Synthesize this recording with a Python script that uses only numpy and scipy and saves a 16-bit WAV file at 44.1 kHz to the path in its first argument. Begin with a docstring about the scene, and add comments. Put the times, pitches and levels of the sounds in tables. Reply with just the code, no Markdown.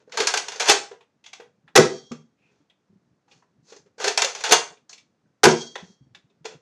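"""A spring toy blaster is primed and fired twice in a bedroom, close to a small microphone.
Its slide rasps and clacks in the hollow plastic shell. At each shot the plunger slams, the steel
spring rings on, and the foam dart thumps a rubber ball. Light taps, dull thuds and a faint squeak
come in between. The microphone squashes loud hits and turns the quiet room noise down."""
import sys
import numpy as np
from scipy import signal
from scipy.fft import rfft, irfft, next_fast_len
from scipy.io import wavfile
from scipy.ndimage import uniform_filter1d, minimum_filter1d, map_coordinates

SR = 44100
rng = np.random.default_rng(int(sys.argv[2]) if len(sys.argv) > 2 else 0)


def dump(signal):
    """Clip the signal to [-1, 1] and save it as 16-bit WAV at the path in sys.argv[1]."""
    limited = np.clip(np.atleast_2d(signal).T, -1, 1)
    pcm = np.round(limited * 32767).astype(np.int16)
    wavfile.write(sys.argv[1], SR, pcm)


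N = 291501

# The shell has five pitch bands, low to high: hollow, clack, edge, bright, sizzle. A knock or rub's
# level is that of its bright band; columns named for other bands are added to that level.
# Light taps of handling: t/s, level/dB, hollow/dB, clack/dB, edge/dB, note f/Hz
TAPS = [(0.076, -64.5, 25.5, 12, -9.5, 432), (.094, -52, 6, 5.5, -7, 482),
        (0.1199, -32.5, -14.5, -21, 1, 1515), (0.9127, -47.5, 14, 12, 4, 454),
        (1.0065, -57.5, -12.5, 10, 12.5, 919), (1.2398, -43.5, -18.5, -7.5, 4, 2682),
        (1.261, -38, -31.5, -6, 2, 3345), (1.3307, -32.5, -18.5, -4, 1, 2300),
        (1.3985, -46.5, 11.5, 11.5, 4, 459), (1.4194, -62.5, 20.5, 9, 16, 464.6),
        (1.6777, -66, 1, 27, 21, 1683), (2.1159, -33.5, 8, 0.5, -0.5, 1180),
        (2.6986, -68, -5, 9, 24.5, 3300), (3.2798, -59, 2.5, 8.5, 3.5, 829),
        (3.3121, -52, 3, -10, 8.5, 2520), (3.4234, -71, 3.5, 23, -2.5, 1002),
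        (3.722, -44.5, 12, 5.5, 1.5, 432.2), (3.7624, -40, -4, -5, -11.5, 402.6),
        (3.8599, -61, 12.5, 7.5, 1, 418.7), (3.9805, -40.5, -8, 2, -6.5, 458.5),
        (4.7695, -63.5, 9, -1, 16, 511), (4.8933, -34, -22, -9, -19, 6360),
        (4.9279, -33, -24.5, -20.5, -3.5, 4423), (4.9783, -42.5, -28.5, -34, 1.5, 2307),
        (5.2585, -78.5, 24.5, 15.5, 1, 1553), (5.7548, -31, 8, 7.5, 6, 1832),
        (6.1475, -45, -12.5, 3, 10, 1723), (6.2994, -62.5, 11.5, -5.5, 6, 3634),
        (6.4525, -26.5, -4.5, -1, -1, 458)]
# Catches and stops of the slide: t/s, level/dB, hollow/dB, note f/Hz, level of the rasp after it/dB
SLIDE_CATCHES = [(.172, -16.5, -4.5, 1600, -25), (0.2013, -13.5, -6, 423.7, -29.5),
                 (0.27, -8.5, -20.5, 4228, -27), (0.3377, -11, -9.5, 6200, -30),
                 (.3721, -11.5, -18.5, 4490, -37), (0.482, -22.5, -16, 4420, -42),
                 (0.5179, -27.5, -13.5, 6100, -41.5), (0.5578, -30.5, -5.5, 484, -45.5),
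                 (.5974, -16, -14.5, 1670, -24.5), (.6558, -21.5, -12.5, 1070, -34),
                 (0.6839, -9.5, -16.5, 6292, -26), (0.6949, -0.5, -13, 403.6, -27),
                 (3.9989, -29, -2, 497.5, -41.5), (4.0415, -16, -4.5, 431.6, -34.5),
                 (4.0776, -12.5, -8.5, 1623, -32.5), (4.1745, -8, -19, 5495, -28),
                 (4.2188, -8.5, -11, 2711, -29), (4.2448, -13, -22.5, 544.9, -35),
                 (4.3483, -25, -19, 3528, -41), (4.4065, -28, -10.5, 556.1, -49.5),
                 (4.4374, -16, -15, 1548, -25.5), (4.492, -20.5, -7.5, 424.8, -35.5),
                 (4.5091, -9.5, -17, 468.3, -34), (4.5206, -0.5, -10, 412.8, -31.5)]
# Plunger slams: t/s, spring level/dB, t/s at which the spring is damped
SHOTS = [(1.759, -37.5, 2.184), (5.438, -31.5, 5.94)]


def amp(db):
    """Turn decibels into a gain."""
    return 10 ** (np.asarray(db) / 20)


def curve_at(points, hz):
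    """Read a curve of (f/Hz, value) points along a log frequency axis."""
    freqs, values = np.transpose(points)
    return np.interp(np.log(hz + 1), np.log(freqs + 1), values)


def wobble(rate):
    """A smooth random curve through `rate` points a second."""
    points = rng.standard_normal(int(N * rate / SR) + 4)
    return map_coordinates(points, [np.arange(N) * rate / SR])


def filtered(x, response):
    """Scale each frequency in x by response(hz)."""
    size = next_fast_len(N + SR // 2)
    return irfft(rfft(x, size) * response(np.fft.rfftfreq(size, 1 / SR)), size)[..., :N]


def resonate(x, peaks, low_hz, high_hz):
    """Pass x through resonances (f/Hz, width/Hz, level/dB); white noise keeps its power."""
    def response(f):
        gain = sum((-1) ** k * amp(db) * 1j * f * width / (hz * hz - f * f + 1j * f * width)
                   for k, (hz, width, db) in enumerate(peaks))
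        gain *= (1j * f / (low_hz + 1j * f) * high_hz / (high_hz + 1j * f)) ** 2
        return gain / np.sqrt(np.mean(np.abs(gain) ** 2))
    return filtered(x, response)


def ring(modes, seconds, attack_s, scatter_db):
    """Fading tones (f/Hz, level/dB, t60/s); t60 is the time taken to fade by 60 dB."""
    t = np.arange(int(seconds * SR)) / SR
    tones = sum(amp(db + rng.normal(0, scatter_db) - 60 * t / t60) * np.sin(2 * np.pi * hz * t)
                for hz, db, t60 in modes)
    return tones * (1 - np.exp(-t / attack_s))


def add(track, start_s, sound):
    """Mix a sound into a track."""
    part = track[..., round(start_s * SR):][..., :sound.shape[-1]]
    part += sound[..., :part.shape[-1]]


def room_noise():
    """A quiet, steady hush whose bass wanders."""
    # Tone of the hush: f/Hz, relative level/dB
    spectrum = [(25, -23), (60, -7), (125, 0), (200, -0.5), (400, -6), (800, -12.5), (1600, -17),
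                (3200, -25.5), (6300, -25.5), (8000, -34), (10500, -44), (16000, -50)]
    noise = filtered(rng.standard_normal(N), lambda hz: amp(curve_at(spectrum, hz)))
    noise /= np.sqrt(np.mean(noise ** 2))
    bass = filtered(noise, lambda hz: 1 / (1 + (hz / 350) ** 4))
    return amp(-66) * (noise - bass + bass * amp(1.9 * wobble(13)))


def rubs():
    """Friction on the shell: yields t/s, loudness shape, level/dB, hollow/dB, clack/dB, edge/dB."""
    # Strokes of slide and hand: start t/s, loudest t/s, end t/s, level/dB, hollow/dB, clack/dB
    strokes = [(0, 0.002, 0.049, -71.5, 13, 4.5), (.1, .168, 0.23, -47.5, 1.5, 2.5),
               (.4, .5, .62, -53, -1, -2), (.66, 0.711, .735, -17.5, -8, 0), (2.35, 2.548, 2.71, -77, 5, 2),
               (3.27, 3.343, 3.43, -62, -10.5, -4.5), (3.616, 3.709, 3.86, -58, -9.5, -9.5),
               (3.98, 4.071, 4.15, -34, 0, 0.5), (4.3, 4.41, 4.45, -46, -6, 0),
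               (4.506, 4.533, 4.555, -15.5, -7.5, 1), (4.885, 4.909, 5.05, -57.5, -18, -7),
               (5.77, 5.88, 5.99, -62, -7.5, -19), (6.444, 6.445, 6.59, -56.5, 6, 3)]
    t = np.arange(SR // 4) / SR
    rasp = amp(-60 * t / .2215) * np.minimum(1, t / .0089)  # trails each catch of the slide
    for start, _, hollow_db, _, db in SLIDE_CATCHES:
        yield start, rasp, db, hollow_db + 6, 1.5, -1
    clatter = amp(-60 * t / .13) * np.minimum(1, t / .008)  # loose parts shake on after a tap
    for start, db, hollow_db, clack_db, edge_db, _ in TAPS:
        yield start, clatter, db - 14.5, hollow_db, clack_db, edge_db
    for start, loudest, end, db, hollow_db, clack_db in strokes:
        swell = np.interp(np.arange(start, end, 1 / SR), [start, loudest, end], [0, np.pi / 2, 0])
        yield start, np.sin(swell) ** 1.8, db, hollow_db, clack_db, clack_db - 2.5


def sizzle_db(db):
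    """Quiet knocks and rubs sound duller; loud ones keep their top treble."""
    return -15 + .22 * (db + 15)


def knocks():
    """Slide, plunger and taps hit the shell: yields t/s, level/dB, bands/dB, f/Hz, note/dB, t60/s."""
    # The plunger's release, slam and rebound: t/s from the slam, level/dB, hollow/dB, note f/Hz
    plunger = [(-.0058, -10, -4, 5702), (0, 0.5, -6, 425.7), (0.0142, -5, 4, 385)]
    slide_clack_db, plunger_clack_db = 2.5, 6  # the plunger cracks harder
    hits = [(*catch[:4], slide_clack_db) for catch in SLIDE_CATCHES]
    hits += [(slam + delay, *rest, plunger_clack_db) for slam, _, _ in SHOTS for delay, *rest in plunger]
    for start, db, hollow_db, hz, clack_db in hits:
        yield start, db, [hollow_db, clack_db + .45 * hollow_db, -4, 0, sizzle_db(db)], hz, -9, .03157
    for start, db, hollow_db, clack_db, edge_db, hz in TAPS:
        yield start, db, [hollow_db, clack_db, edge_db, 0, sizzle_db(db) - 19], hz, -4, .032


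def shell():
    """Knocks and rubs shake the plastic shell; each knock also sounds the note of the part it hits."""
    # The shell's resonances, band by band: f/Hz, width/Hz, level/dB
    hollow = [(200, 130, -20.5), (302, 27, -15), (403.2, 61, 1), (504.2, 140, -1.5)]
    clack = [(633.3, 190, -4.5), (805.6, 410, 1), (1238.8, 990, -1), (1573, 540, -0.5)]
    edge = [(1956, 140, -4.3), (2479, 370, -0.82), (2771, 220, 1), (3450, 440, -1.6)]
    bright = [(4315, 640, 1.5), (5448, 380, 3.5), (5996, 490, 4.5), (6951, 1000, -0.5)]
    sizzle = [(7520, 1300, 2.5), (10540, 3000, -7.5)]
    bands = [(hollow, 190, 890), (clack, 400, 8700), (edge, 1100, 5700),
             (bright, 2400, 7200), (sizzle, 5000, 8100)]  # resonances, low f/Hz, high f/Hz
    forces, notes = np.zeros((5, N)), np.zeros(N)
    t = np.arange(SR // 12) / SR
    for start, db, colour_db, hz, note_db, t60 in knocks():
        attack_s = .0019 * max(1, -db / 24)  # soft contacts start more gently
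        shape = amp(-60 * t / t60) * (1 - np.exp(-t / attack_s))
        bands_db = db + np.array(colour_db)
        add(forces, start, amp(bands_db)[:, None] * shape * rng.standard_normal((5, len(t))))
        note_t60 = .02 + 18 / hz  # high notes die sooner
        pair = [(hz, 0, note_t60), (hz * 1.06, -3, .47 * note_t60)]
        add(notes, start, amp(bands_db.max() + note_db) * ring(pair, .2, attack_s=.0016, scatter_db=2.5))
    grit = amp(1.2 * wobble(150) + 1.8 * wobble(30))  # friction catches and slips
    for start, shape, db, *colour_db in rubs():
        bands_db = db + np.array([*colour_db, 0, sizzle_db(db + 4.5)])
        samples = round(start * SR) + np.arange(len(shape))
        rub = amp(bands_db)[:, None] * shape * grit.take(samples, mode="clip")
        add(forces, start, rub * rng.standard_normal(rub.shape))
    return notes + sum(resonate(force, *band) for force, band in zip(forces, bands))


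def low_swells():
    """Brief low swells of room rumble and a few soft, dull thuds."""
    # Swells and thuds: t/s, level/dB, f/Hz
    swells = [(1.641, -56, 156), (2.599, -57.5, 289.7), (2.897, -48.5, 189.7), (2.926, -49.5, 188.1),
              (2.956, -51, 188.3), (3.104, -52, 144.6), (3.357, -53, 127.6), (3.585, -50.5, 137),
              (3.791, -50.5, 139.3), (4.708, -53, 164.8), (5.225, -56.5, 140), (5.826, -37, 188.2),
              (5.898, -47, 193), (6.01, -42.5, 132.4), (6.064, -49.5, 146.7), (6.109, -47, 122),
              (6.168, -55, 176), (6.243, -52, 135), (6.408, -49.5, 148), (6.548, -42.5, 143.3)]
    out = np.zeros(N)
    for start, db, hz in swells:
        modes = [(hz, 0, .07), (hz * 2, -9, .06), (hz * .51, -9, .07)]
        add(out, start, amp(db + 6) * ring(modes, .2, attack_s=.0055, scatter_db=2.5))
    return out


def spring():
    """The steel spring sings after each slam until it is damped; its many coils add a weaker shimmer."""
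    # The spring's main tones: f/Hz, level/dB, t60/s
    steel_tones = [(2143, -6, .25), (2590, -9.5, .25), (3100, -15, 0.67), (3253, -7, 1.1),
                   (3350.8, -8.5, 0.34), (3480, -12.5, .7), (3480, -14.5, .4), (3650, -17.5, 0.71),
                   (3970, -16.5, .8), (4525, -8.5, 0.9), (4780, -13.5, .7), (4930, -11.5, .6),
                   (5028, -15.5, .7), (5230, -16.5, .8), (5437, -16.5, .8), (5580, -12.5, 1),
                   (5700, -8.5, 0.51), (5933, -6, .6), (6107, -8.5, .6), (6460, -13.5, .6),
                   (6260, -10, 0.46), (6600, -13, 0.5), (6864, -16.5, .55), (7075, -18, .6),
                   (7175, -18.5, 0.65), (7542, -24, .5)]
    out = np.zeros(N)
    shimmer = [(3000 + 5200 * pitch, -13 - 70 * (pitch - .5) ** 2, .48 + .35 * length)
               for pitch, length in rng.uniform(size=(70, 2))]
    for start, db, damped_at in SHOTS:
        song = ring(steel_tones + shimmer, 1, attack_s=.004, scatter_db=.5)
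        since_damped = np.maximum(np.arange(len(song)) / SR + start - damped_at, 0)
        add(out, start, amp(db - 56 * since_damped) * song)
    return out * amp(3.2 * wobble(76))  # the coils buzz against their guide


def ball():
    """The foam dart hits the rubber ball, whose air and skin boom."""
    # Hits on the ball: t/s, level/dB, boost of the deep tones/dB
    thumps = [(1.784, 2, -0.5), (5.467, -0.5, 1.5), (2.113, -33.5, 17)]
    # The ball's tones: f/Hz, level/dB, t60/s
    ball_tones = [(157, -15, 0.19), (232.9, -9, 0.12), (376.2, -2, .11), (466.8, 0, 0.06),
                  (653.5, -8.5, 0.066)]
    out = np.zeros(N)
    for start, db, deep_db in thumps:
        modes = [(hz, level + deep_db * (hz < 300), t60) for hz, level, t60 in ball_tones]
        add(out, start, amp(db) * ring(modes, .5, attack_s=.0015, scatter_db=0))
    return out * amp(.68 * wobble(60))  # the ball rocks on the bedding


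def squeak():
    """A faint rub with a pitch: a narrow band of noise swells and fades."""
    # The rub: start t/s, end t/s, f/Hz, width/Hz, level/dB
    pitched_rub = (2.375, 2.52, 2480, 170, -66)
    start, end, hz, width_hz, db = pitched_rub
    t = np.arange(N) / SR
    shape = np.clip(np.minimum(t - start, end - t) / .014, 0, 1)
    friction = shape * amp(1.3 * wobble(40.1)) * rng.standard_normal(N)
    return amp(db) * resonate(friction, [(hz, width_hz, 0)], low_hz=1500, high_hz=3500)


def room_echo(x, piece_s=.2):
    """Walls and furniture answer; the blaster moves, so each short piece of sound gets a new echo."""
    # How long the echo lasts: f/Hz, t60/s
    fade_times = [(150, 0.36), (700, 0.3), (5000, 0.28), (8500, 0.29), (12000, 0.14)]
    out, step = np.zeros(N), int(piece_s * SR)
    for first in range(0, N, step):
        hz, t, noise = signal.stft(rng.standard_normal(SR // 2), SR, nperseg=256)
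        fade = amp(-60 * t / curve_at(fade_times, hz)[:, None])
        _, tail = signal.istft(noise * fade, SR, nperseg=256)
        add(out, first / SR + .003, signal.fftconvolve(x[first:first + step], tail / np.linalg.norm(tail)))
    return out


def scene():
    """The blaster, ball and low swells with their echo and the room's hush, in one channel."""
    blaster = shell() + spring() + squeak()
    boom, swells = ball(), low_swells()
    echo = room_echo(amp(-6.5) * blaster + amp(-7) * boom + amp(-10) * swells)
    return (blaster + boom + swells + echo + room_noise())[None]


def noise_gate(x, gate_db, depth_db, knee_db):
    """Turn quiet stretches down; the gate opens quickly for a loud sound and stays open briefly."""
    level_db = 10 * np.log10(np.abs(uniform_filter1d(x ** 2, size=441)) + 1e-12)
    held_db = -minimum_filter1d(-level_db, size=661, origin=220)
    shut = 1 / (1 + np.exp((held_db - gate_db) / knee_db))
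    return x * amp(-depth_db * uniform_filter1d(shut, size=441))


def record(dry):
    """Peaks are squashed, quiet stretches turned down, the deepest bass and highest treble cut away."""
    ceiling, hardness = .68, 6.5
    squashed = dry[0] / (1 + np.abs(dry[0] / ceiling) ** hardness) ** (1 / hardness)
    bass = filtered(squashed, lambda hz: 1 / (1 + (hz / 320) ** 6))
    gated = noise_gate(bass, gate_db=-64, depth_db=5.5, knee_db=1.5)
    gated += noise_gate(squashed - bass, gate_db=-58.5, depth_db=6.5, knee_db=3.5)

    def response(hz):
        dull_top = amp(-20 / (1 + np.exp((12800 - hz) / 80))) * (hz < 16300)
        bass_cut = hz ** 3 / (85 ** 3 + hz ** 3)
        return dull_top * bass_cut
    return filtered(gated, response)[None]


dry = scene()
out = record(dry)
dump(out)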